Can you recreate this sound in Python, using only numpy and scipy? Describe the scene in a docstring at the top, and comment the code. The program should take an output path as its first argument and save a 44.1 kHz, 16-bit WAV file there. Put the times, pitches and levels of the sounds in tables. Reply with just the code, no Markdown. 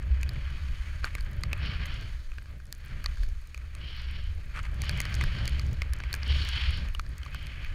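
"""Skiing in powder, heard at the head

A skier swings down a powder slope with a small camera in a plastic housing on the head.
Wind buffets the microphone port and booms in the housing: shaped noise on level curves. The skis hiss
through snow, swelling with each carve: flickering noise bands. Mount and ice tick and creak on the shell:
decaying rings, clicks and runs of slips. Shell resonances colour all but the low buffeting."""
import sys
import numpy as np
from scipy import signal
from scipy.fft import rfft, irfft, next_fast_len
from scipy.io import wavfile
from scipy.ndimage import uniform_filter1d

SR = 44100
rng = np.random.default_rng(int(sys.argv[2]) if len(sys.argv) > 2 else 0)


def unload_wav(signal):
    """Save mono or channel-first audio to the path in sys.argv[1] as 16-bit WAV at rate SR, clipped to [-1, 1]."""
    wavfile.write(
        sys.argv[1],
        SR,
        np.round(np.clip(np.atleast_2d(signal).T, -1, 1) * 32767).astype(np.int16),
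    )


def decibels_to_gain(level_db):
    """Convert a level in decibels to a linear amplitude gain (20 dB per decade)."""
    exponent = np.asarray(level_db, float) / 20
    return 10 ** exponent


N = 341334


def rms_one(x):
    """Scales to rms 1."""
    return x / np.sqrt(np.mean(x ** 2) + 1e-20)


def in_time(rows):
    """Interpolates (t/s, level/dB) rows to one level a sample."""
    t_s, level_db = np.transpose(rows)
    return np.interp(np.arange(N) / SR, t_s, level_db)


def drift(rate_hz):
    """Slow chance of spread 1: noise through a two-pole low-pass, run at SR / 40."""
    hop = 40
    pole = np.exp(-2 * np.pi * rate_hz * hop / SR)
    noise = rng.standard_normal(N // hop + 2002)
    slow = signal.lfilter([1], [1, -2 * pole, pole * pole], noise)[2000:]  # settled part
    return np.interp(np.arange(N) / hop, np.arange(len(slow)), rms_one(slow))


def coloured(spectrum):
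    """White noise shaped to (f/Hz, density/dB) rows, silent outside them; rms 1."""
    size = next_fast_len(N)
    hz, db = np.transpose(spectrum)
    bins_hz = np.maximum(np.fft.rfftfreq(size, 1 / SR), 1)
    shape = decibels_to_gain(np.interp(np.log(bins_hz), np.log(hz), db, left=-200, right=-200))
    noise = rng.standard_normal(size)
    return rms_one(irfft(rfft(noise) * shape, size)[:N])


def band(x, low_hz, high_hz):
    """Band-pass."""
    return signal.sosfilt(signal.butter(2, [low_hz, high_hz], "band", fs=SR, output="sos"), x)


def evened(x, span_s):
    """Divides out most of the level wander slower than the span."""
    return x / np.sqrt(uniform_filter1d(x ** 2, size=round(span_s * SR)) + 0.069)


def placed(times_s, peak_db, bursts):
    """Lays each burst, scaled to its peak level, at its time."""
    out = np.zeros(N + bursts.shape[1])
    for t_s, gain, burst in zip(times_s, decibels_to_gain(peak_db), bursts):
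        start = round(t_s * SR)
        out[start:start + len(burst)] += gain * burst / np.abs(burst).max()
    return out[:N]


def clicks(times_s, peak_db, top_db):
    """Thin bright clicks of a millisecond or two, each ringing the top modes with strengths of its own."""
    # thin modes of a bright click: f/Hz, level/dB
    click_modes = [(6600, -11), (9600, -18.5)]
    top_hz, decay_60db_s = 13740, 0.0056
    t = np.arange(512) / SR
    noise = rng.standard_normal((len(times_s), 512))
    chance = rng.standard_normal((len(times_s), 2))
    click = 0.72 * noise
    for (hz, mode_db), luck in zip(click_modes, chance.T):
        click = click + decibels_to_gain(mode_db + 3.3 * luck)[:, None] * np.sin(2 * np.pi * hz * t)
    fade = decibels_to_gain(-60 * t / decay_60db_s)
    top = fade * np.sin(2 * np.pi * top_hz * t) * (1 + 0.39 * noise)
    bright = band(band(fade * click, 3400, 13000), 2870, 11500)
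    return placed(times_s, peak_db, bright) + placed(times_s, peak_db + top_db, band(top, 13000, 19300))


def wind():
    """Turbulent eddies: slow heaves, a boom of the housing cavity, a lumpy flutter and a faint rush above."""
    # airflow over the port, as the boom it raises: t/s, level/dB
    airflow = [(0.0, -39), (0.11, -23), (0.41, -38.5), (0.45, -32.5), (1.25, -38.5), (1.66, -32),
               (2.09, -41), (2.2, -31.5), (2.24, -56), (2.39, -37.5), (2.78, -47.5), (3.17, -33),
               (3.47, -42.5), (4.31, -35.5), (4.48, -40.5), (4.98, -30.5), (5.02, -38), (5.24, -24.5),
               (5.26, -36.5), (5.69, -26.5), (5.73, -46), (5.78, -28.5), (6.23, -35.5), (6.29, -24),
               (6.62, -35.5), (6.68, -23.5), (6.88, -37), (7.74, -38)]
    # eddies shed at the port, as flutter: t/s, level/dB
    eddies = [(0.0, -43), (0.24, -39), (0.5, -45), (1.25, -49.5), (1.4, -40), (1.92, -43.5), (2.28, -54.5),
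              (2.63, -51.5), (2.8, -53.5), (2.93, -43.5), (3.45, -59), (3.85, -49.5), (4.45, -50),
              (4.72, -45.5), (4.9, -36), (5.17, -38.5), (5.22, -30), (5.28, -40), (5.74, -37.5),
              (5.82, -45), (6.27, -42), (6.38, -38.5), (6.47, -42), (6.8, -39.5), (6.9, -49), (7.25, -49),
              (7.36, -44), (7.74, -48)]
    # slow heave below the boom: t/s, level/dB
    heaving = [(0.0, -49), (0.06, -39), (1.72, -34), (2.11, -39), (2.13, -32), (2.72, -43.5), (3.34, -31),
               (3.56, -46), (4.31, -34), (5.04, -39), (5.26, -27.5), (5.39, -39), (5.45, -30),
               (6.21, -39.5), (6.96, -32), (7.26, -52), (7.35, -36.5), (7.54, -41.5), (7.7, -31.5),
               (7.74, -37)]
    # noise spectra of the four layers: f/Hz, density/dB
    boom_spectrum = [(35, -18.5), (50, -8), (60, -0.5), (66, 2), (72, -2.5), (85, -12.5), (115, -34)]
    heave_spectrum = [(8, -19), (15, 1.5), (25, -7), (38, -5.5), (48, -7), (62, -36)]
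    flutter_spectrum = [(60, -14), (95, 1.5), (125, -0.5), (165, -8.5), (220, -21.5), (300, -60)]
    rush_spectrum = [(140, 0), (220, 3), (330, -1.5), (480, -5.5), (800, -12), (1100, -20)]

    flutter_db = in_time(eddies)
    lumps = drift(9.2)
    gusts_db = 2.5 * drift(7)
    boom_db = in_time(airflow) + 1.66 * drift(8.6)
    heave_db = in_time(heaving) + 2.5 * drift(3.5)
    rush_db = -60 + 0.79 * (flutter_db - flutter_db.mean())  # follows the flutter's swing
    rush_db = rush_db + 0.57 * gusts_db + 1.4 * lumps + 1.76 * drift(40)
    boom = decibels_to_gain(boom_db) * evened(coloured(boom_spectrum), span_s=0.13)
    heave = decibels_to_gain(heave_db) * evened(coloured(heave_spectrum), span_s=0.151)
    flutter = decibels_to_gain(flutter_db + gusts_db + 0.61 * lumps) * evened(coloured(flutter_spectrum), span_s=0.08)
    rush = decibels_to_gain(rush_db) * coloured(rush_spectrum)
    return boom + heave + flutter, rush


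def spray_level(hiss_db):
    """Spray in dB: a little while gliding, more while the edges bite, as soft-edged sagging plateaus."""
    # carves: start/s, length/s, level/dB, sag over the length/dB
    carves = [(0.24, 0.63, -60, 4.5), (1.577, 0.1, -45, 2.5), (1.767, .30, -50, 8.5), (2.798, 0.23, -63, 8),
              (3.778, 0.41, -50.5, 2.5), (4.768, 0.47, -50, 0.5), (5.277, 0.26, -52.5, -0.5),
              (5.98, 0.64, -60.5, 5), (6.237, 0.52, -42, 4), (7.285, 0.33, -55.5, 2.5)]
    bite_s, let_go_s = 0.07, 0.15  # rise; fall after the length
    t = np.arange(N) / SR
    power = decibels_to_gain(hiss_db - 7.5) ** 2  # gliding
    for start_s, length_s, db, sag_db in carves:
        rise = np.clip((t - start_s) / bite_s, 0, 1)
        fall = np.clip((start_s + length_s - t) / let_go_s + 1, 0, 1)
        sagging_db = db - sag_db * np.clip((t - start_s) / length_s, 0, 1)
        power += (rise * fall * decibels_to_gain(sagging_db)) ** 2
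    return 10 * np.log10(power)


def skis():
    """Snow shears in uneven clumps, so all bands flicker partly together, partly alone."""
    # skis gliding in powder, as dull hiss: t/s, level/dB
    gliding = [(0.0, -57), (0.39, -55), (1.0, -56), (1.44, -56.5), (1.66, -50), (1.77, -52.5),
               (1.84, -48.5), (1.98, -52), (2.15, -60.5), (2.6, -68.5), (2.78, -63.5), (2.88, -56),
               (3.08, -58.5), (3.22, -61.5), (3.6, -67), (3.8, -58), (4.03, -54.5), (4.24, -58.5),
               (4.32, -61.5), (4.72, -56.5), (4.87, -51), (5.04, -49), (5.55, -52), (5.73, -57),
               (6.06, -54), (6.36, -48.5), (6.62, -47), (6.9, -55), (7.0, -66), (7.2, -57), (7.4, -54.5),
               (7.74, -52.5)]
    # fine powder hiss in the treble: t/s, level/dB
    treble = [(0.0, -74), (0.86, -64.5), (1.36, -73.5), (2.09, -66.5), (2.61, -76.5), (3.19, -66.5),
              (3.56, -74), (4.63, -71.5), (5.0, -63.5), (5.67, -67.5), (5.99, -75.5), (6.21, -69.5),
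              (6.36, -60.5), (6.49, -60), (7.03, -72), (7.74, -69)]
    # noise spectra of the five bands: f/Hz, density/dB
    hiss_spectrum = [(650, -16.5), (950, -7.5), (1250, -4.5), (1650, 2), (1950, -0.5), (2400, -6)]
    swish_spectrum = [(1500, -35), (1900, -5), (2200, 1), (2500, 1.5), (2750, -6), (3200, -31)]
    spray_spectrum = [(2300, -31), (2700, -3), (3050, 4.5), (3400, -1.5), (3700, -17), (4200, -20)]
    fizz_spectrum = [(3300, -5.5), (3900, -3.5), (4400, -4), (4900, -7), (5500, -9.5), (6200, -33)]
    dust_spectrum = [(4500, -8), (5800, -3), (6600, 3.5), (7600, -8), (9500, -5.5), (11500, -13.5),
                     (16200, -14)]

    dust_db, hiss_db = in_time(treble), in_time(gliding)
    spray_db = spray_level(hiss_db)
    hiss_swing_db = hiss_db - hiss_db.mean()
    spray_swing_db = spray_db - spray_db.mean()
    swish_db = -57.5 + 0.91 * hiss_swing_db + 0.25 * spray_swing_db
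    carve_fizz_db = -66 + 1.14 * spray_swing_db
    glide_fizz_db = dust_db + 2.5
    fizz_db = 10 * np.log10(decibels_to_gain(carve_fizz_db) ** 2 + decibels_to_gain(glide_fizz_db) ** 2)

    together_db = 0.61 * drift(13.0) + 1.62 * drift(95)
    out = decibels_to_gain(dust_db + 0.87 * together_db + 0.66 * drift(30)) * coloured(dust_spectrum)
    for db, spectrum in ((hiss_db, hiss_spectrum), (swish_db, swish_spectrum),
                         (spray_db, spray_spectrum), (fizz_db, fizz_spectrum)):
        out += decibels_to_gain(db + together_db + 1.2 * drift(4.4)) * coloured(spectrum)
    return out


def grains():
    """Loose ice grains pepper the shell: mostly tiny, a few larger, each thin in a range of its own."""
    # ranges of the grains: low f/Hz, high f/Hz, gain/dB
    grain_bands = [(1230, 2500, 27), (1400, 1900, 28), (4400, 8800, 14.5), (7500, 12600, 15),
                   (11000, 17000, 16)]
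    sizes_db = -67.5 + 5.45 * np.minimum(rng.exponential(1, N), 4)  # before the range's gain
    sizes = decibels_to_gain(sizes_db) * rng.choice([-1, 1], N)
    rate_per_s = 90 * decibels_to_gain(3.0 * drift(2))
    hits = sizes * (rng.random(N) < rate_per_s / SR)
    dealt = rng.integers(0, len(grain_bands), size=N)
    out = np.zeros(N)
    for k, (low_hz, high_hz, db) in enumerate(grain_bands):
        out += decibels_to_gain(db) * band(hits * (dealt == k) + 1e-18, low_hz, high_hz)
    return out


def specks():
    """A hard ice crystal on the shell gives only the bright click."""
    # ice crystals: t/s, peak level/dB, topmost mode over the click/dB
    crystals = [(0.2129, -39, -25), (0.3341, -44, -20), (0.504, -46, -18), (1.052, -29.5, -15),
                (1.2271, -51, -7), (1.2486, -46, -16), (1.3319, -45, -22), (1.9424, -43, -29),
                (2.0108, -40.5, -11), (2.655, -46, -23), (2.7498, -42, -24), (3.2882, -44, -19),
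                (3.473, -46, -5), (4.018, -43.5, -25), (4.6308, -41, -14), (4.7446, -44, -11),
                (4.844, -37, -22), (4.8544, -45, -8), (4.9127, -42, -15), (4.9753, -37, -9),
                (5.015, -28, -17), (5.1516, -30, -27), (5.1856, -46, -18), (5.4944, -33, -20),
                (5.6156, -48, -26), (5.6652, -42, -19), (5.731, -37, -10), (5.9643, -43, -16),
                (5.9873, -44, -15), (6.1504, -34, -7), (6.1624, -39, -18), (6.2791, -39, -21),
                (6.4497, -34.5, -11), (6.489, -26.5, -14), (6.559, -43, -27), (6.7075, -37, -26),
                (6.774, -41, -17), (7.0155, -47, -12.5), (7.0915, -45, -17), (7.1812, -34.5, -12),
                (7.2519, -43, -19)]
    return clicks(*np.transpose(crystals))


def ticks():
    """Each knock: a short ring at its own pitch, two wall modes, a broad snap, a dull thud and a bright click."""
    # knocks on the shell: t/s, ring peak level/dB, ring f/Hz, snap peak level/dB, bright click peak level/dB
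    knocks = [(0.2311, -26.5, 2490, -45, -30), (0.2918, -36.5, 1830, -29, -35),
              (1.0433, -17.5, 1500, -66, -47), (1.1516, -23.5, 2180, -41, -29),
              (1.1825, -35, 1600, -58, -55), (1.2083, -43, 1670, -36, -37.5),
              (1.4354, -25.5, 2060, -25, -30), (1.5306, -17, 2500, -54, -29), (1.6594, -33, 3000, -42, -53),
              (1.8572, -33, 2000, -45, -33), (2.3178, -37.5, 2540, -51, -54), (2.383, -32, 1600, -67, -62),
              (2.4573, -42.5, 1580, -60, -80), (2.601, -43, 1530, -72, -62),
              (2.7259, -39, 1780, -33.5, -26), (3.0418, -36, 1740, -39, -34), (3.06, -27, 1920, -18.5, -29),
              (3.1722, -37.5, 1610, -54, -58), (3.2336, -37.5, 1680, -41, -45),
              (3.5451, -30, 2440, -62, -40), (3.5765, -37.5, 2310, -58, -41), (3.7506, -40, 2530, -44, -36),
              (4.5621, -33, 2320, -43, -49), (4.5741, -30, 1410, -53, -55), (4.591, -26, 1350, -54, -51),
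              (4.6523, -35, 2080, -47, -50), (4.8184, -30.5, 2190, -37, -25.5),
              (4.8365, -29, 1870, -71, -56), (4.894, -21, 1640, -24.5, -27.5), (5.003, -19, 2090, -41, -20),
              (5.0532, -29, 1870, -31, -36), (5.142, -33.5, 1690, -29, -36), (5.2111, -21, 2030, -58, -55),
              (5.2203, -35, 1910, -49, -49), (5.2386, -25, 1650, -35, -29), (5.3862, -37, 2110, -36, -59),
              (5.4555, -31.5, 3050, -31, -34), (5.4775, -27, 2100, -29, -25.5),
              (5.5955, -31.5, 2140, -29.5, -33), (5.8191, -19.5, 2160, -29.5, -34.5),
              (5.9347, -33, 1810, -36, -27), (6.002, -29, 1570, -56, -64), (6.0366, -29, 2230, -45, -58),
              (6.129, -33.5, 2170, -24, -25), (6.1402, -21.5, 1700, -26.5, -25),
              (6.2318, -34, 1980, -28.5, -60), (6.886, -36.5, 2470, -58, -40.5),
              (6.9486, -27.5, 2880, -50, -35), (6.9954, -23, 1320, -41, -35), (7.064, -43, 1750, -43, -56),
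              (7.232, -36, 3140, -42, -50), (7.262, -36, 1130, -61, -67), (7.3462, -29.5, 1500, -54, -38),
              (7.4686, -38, 2100, -38, -40), (7.6468, -32.5, 1720, -57, -47)]
    # wall modes rung by every knock: f/Hz, level re ring/dB
    walls = [(1200, -12.5), (2350, -8.5)]
    spread_db = 4.0  # chance from knock to knock
    times_s, ring_db, ring_hz, snap_db, click_db = np.transpose(knocks)
    t = np.arange(1024) / SR
    noise = rng.standard_normal((len(times_s), 1024))
    chance = rng.standard_normal((len(times_s), 4))

    ring = np.sin(2 * np.pi * ring_hz[:, None] * t) + 0.71 * noise
    for (wall_hz, wall_db), luck in zip(walls, chance.T):
        ring = ring + decibels_to_gain(wall_db + spread_db * luck)[:, None] * np.sin(2 * np.pi * wall_hz * t)
    ring = (1 - np.exp(-t / 0.00038)) * decibels_to_gain(-60 * t / 0.011) * ring
    snap = decibels_to_gain(-60 * t / 0.0025) * noise
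    thud = decibels_to_gain(-60 * t / 0.0038) * (1.1 + noise)
    thud_db = ring_db - 18.5 + 2.5 * chance[:, 2]
    top_db = -12 + spread_db * chance[:, 3]
    return (placed(times_s, ring_db, band(ring, 850, 5000))
            + placed(times_s, snap_db, band(snap, 3960, 5020))
            + placed(times_s, thud_db, band(thud, 200, 990))
            + clicks(times_s, click_db, top_db))


def creaks():
    """Stick and slip of the mount: dense uneven clicks inside each creak."""
    # creaks, quick runs of slips: start/s, length/s, level/dB
    runs = [(1.026, 0.067, -42), (2.46, 0.12, -60.0), (3.041, 0.0084, -43), (3.57, 0.1, -58.5),
            (4.539, 0.07, -42), (4.634, 0.038, -45), (5.204, 0.027, -43)]
    slips_per_s = 5000
    t, gate = np.arange(N) / SR, np.zeros(N)
    for start_s, length_s, db in runs:
        phase = np.pi * np.clip((t - start_s) / length_s, 0, 1)
        gate += decibels_to_gain(db) * np.sqrt(np.clip(np.sin(phase), 0, 1))
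    slips = (rng.random(N) < slips_per_s / SR) * rng.standard_normal(N) * decibels_to_gain(1.2 * drift(120))
    return gate * (rms_one(band(slips, 1110, 2600)) + 0.12 * rms_one(band(slips, 2600, 8200)))


def shell(x):
    """Each housing resonance, in series, lifts or dents the sound passing through."""
    # resonances of the housing: f/Hz, width/Hz, level/dB
    resonances = [(584, 44, 7.5), (1197, 140, 4), (1594, 70, 2.5), (2540, 55, 2.5), (2980, 150, 2.5),
                  (4450, 170, 5), (5150, 107, -8.5), (6480, 190, -0.5), (9500, 490, -0.5)]
    for hz, width_hz, db in resonances:
        r, w = np.exp(-np.pi * width_hz / SR), 2 * np.pi * hz / SR
        peak = signal.lfilter([(1 - r * r) / 2, 0, (r * r - 1) / 2], [1, -2 * r * np.cos(w), r * r], x)
        x = x + (decibels_to_gain(db) - 1) * peak
    return x


def scene():
    """The low buffeting acts on the capsule directly, the rest comes through the shell."""
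    buffet, rush = wind()
    through_shell = rush + skis() + grains() + specks() + ticks() + creaks()
    return (buffet + shell(through_shell))[None]


def roll_off(x):
    """The treble ends steeply here."""
    return signal.sosfilt(signal.butter(12, 16500, fs=SR, output="sos"), x)


def record(dry):
    """Adds microphone self-noise and cuts the top."""
    noisy = dry + decibels_to_gain(-75.0) * rms_one(band(rng.standard_normal(N), 2400, 21000))
    cut = signal.sosfilt(signal.butter(8, 15300, fs=SR, output="sos"), noisy)
    return roll_off(cut)


dry = scene()
out = record(dry)
unload_wav(out)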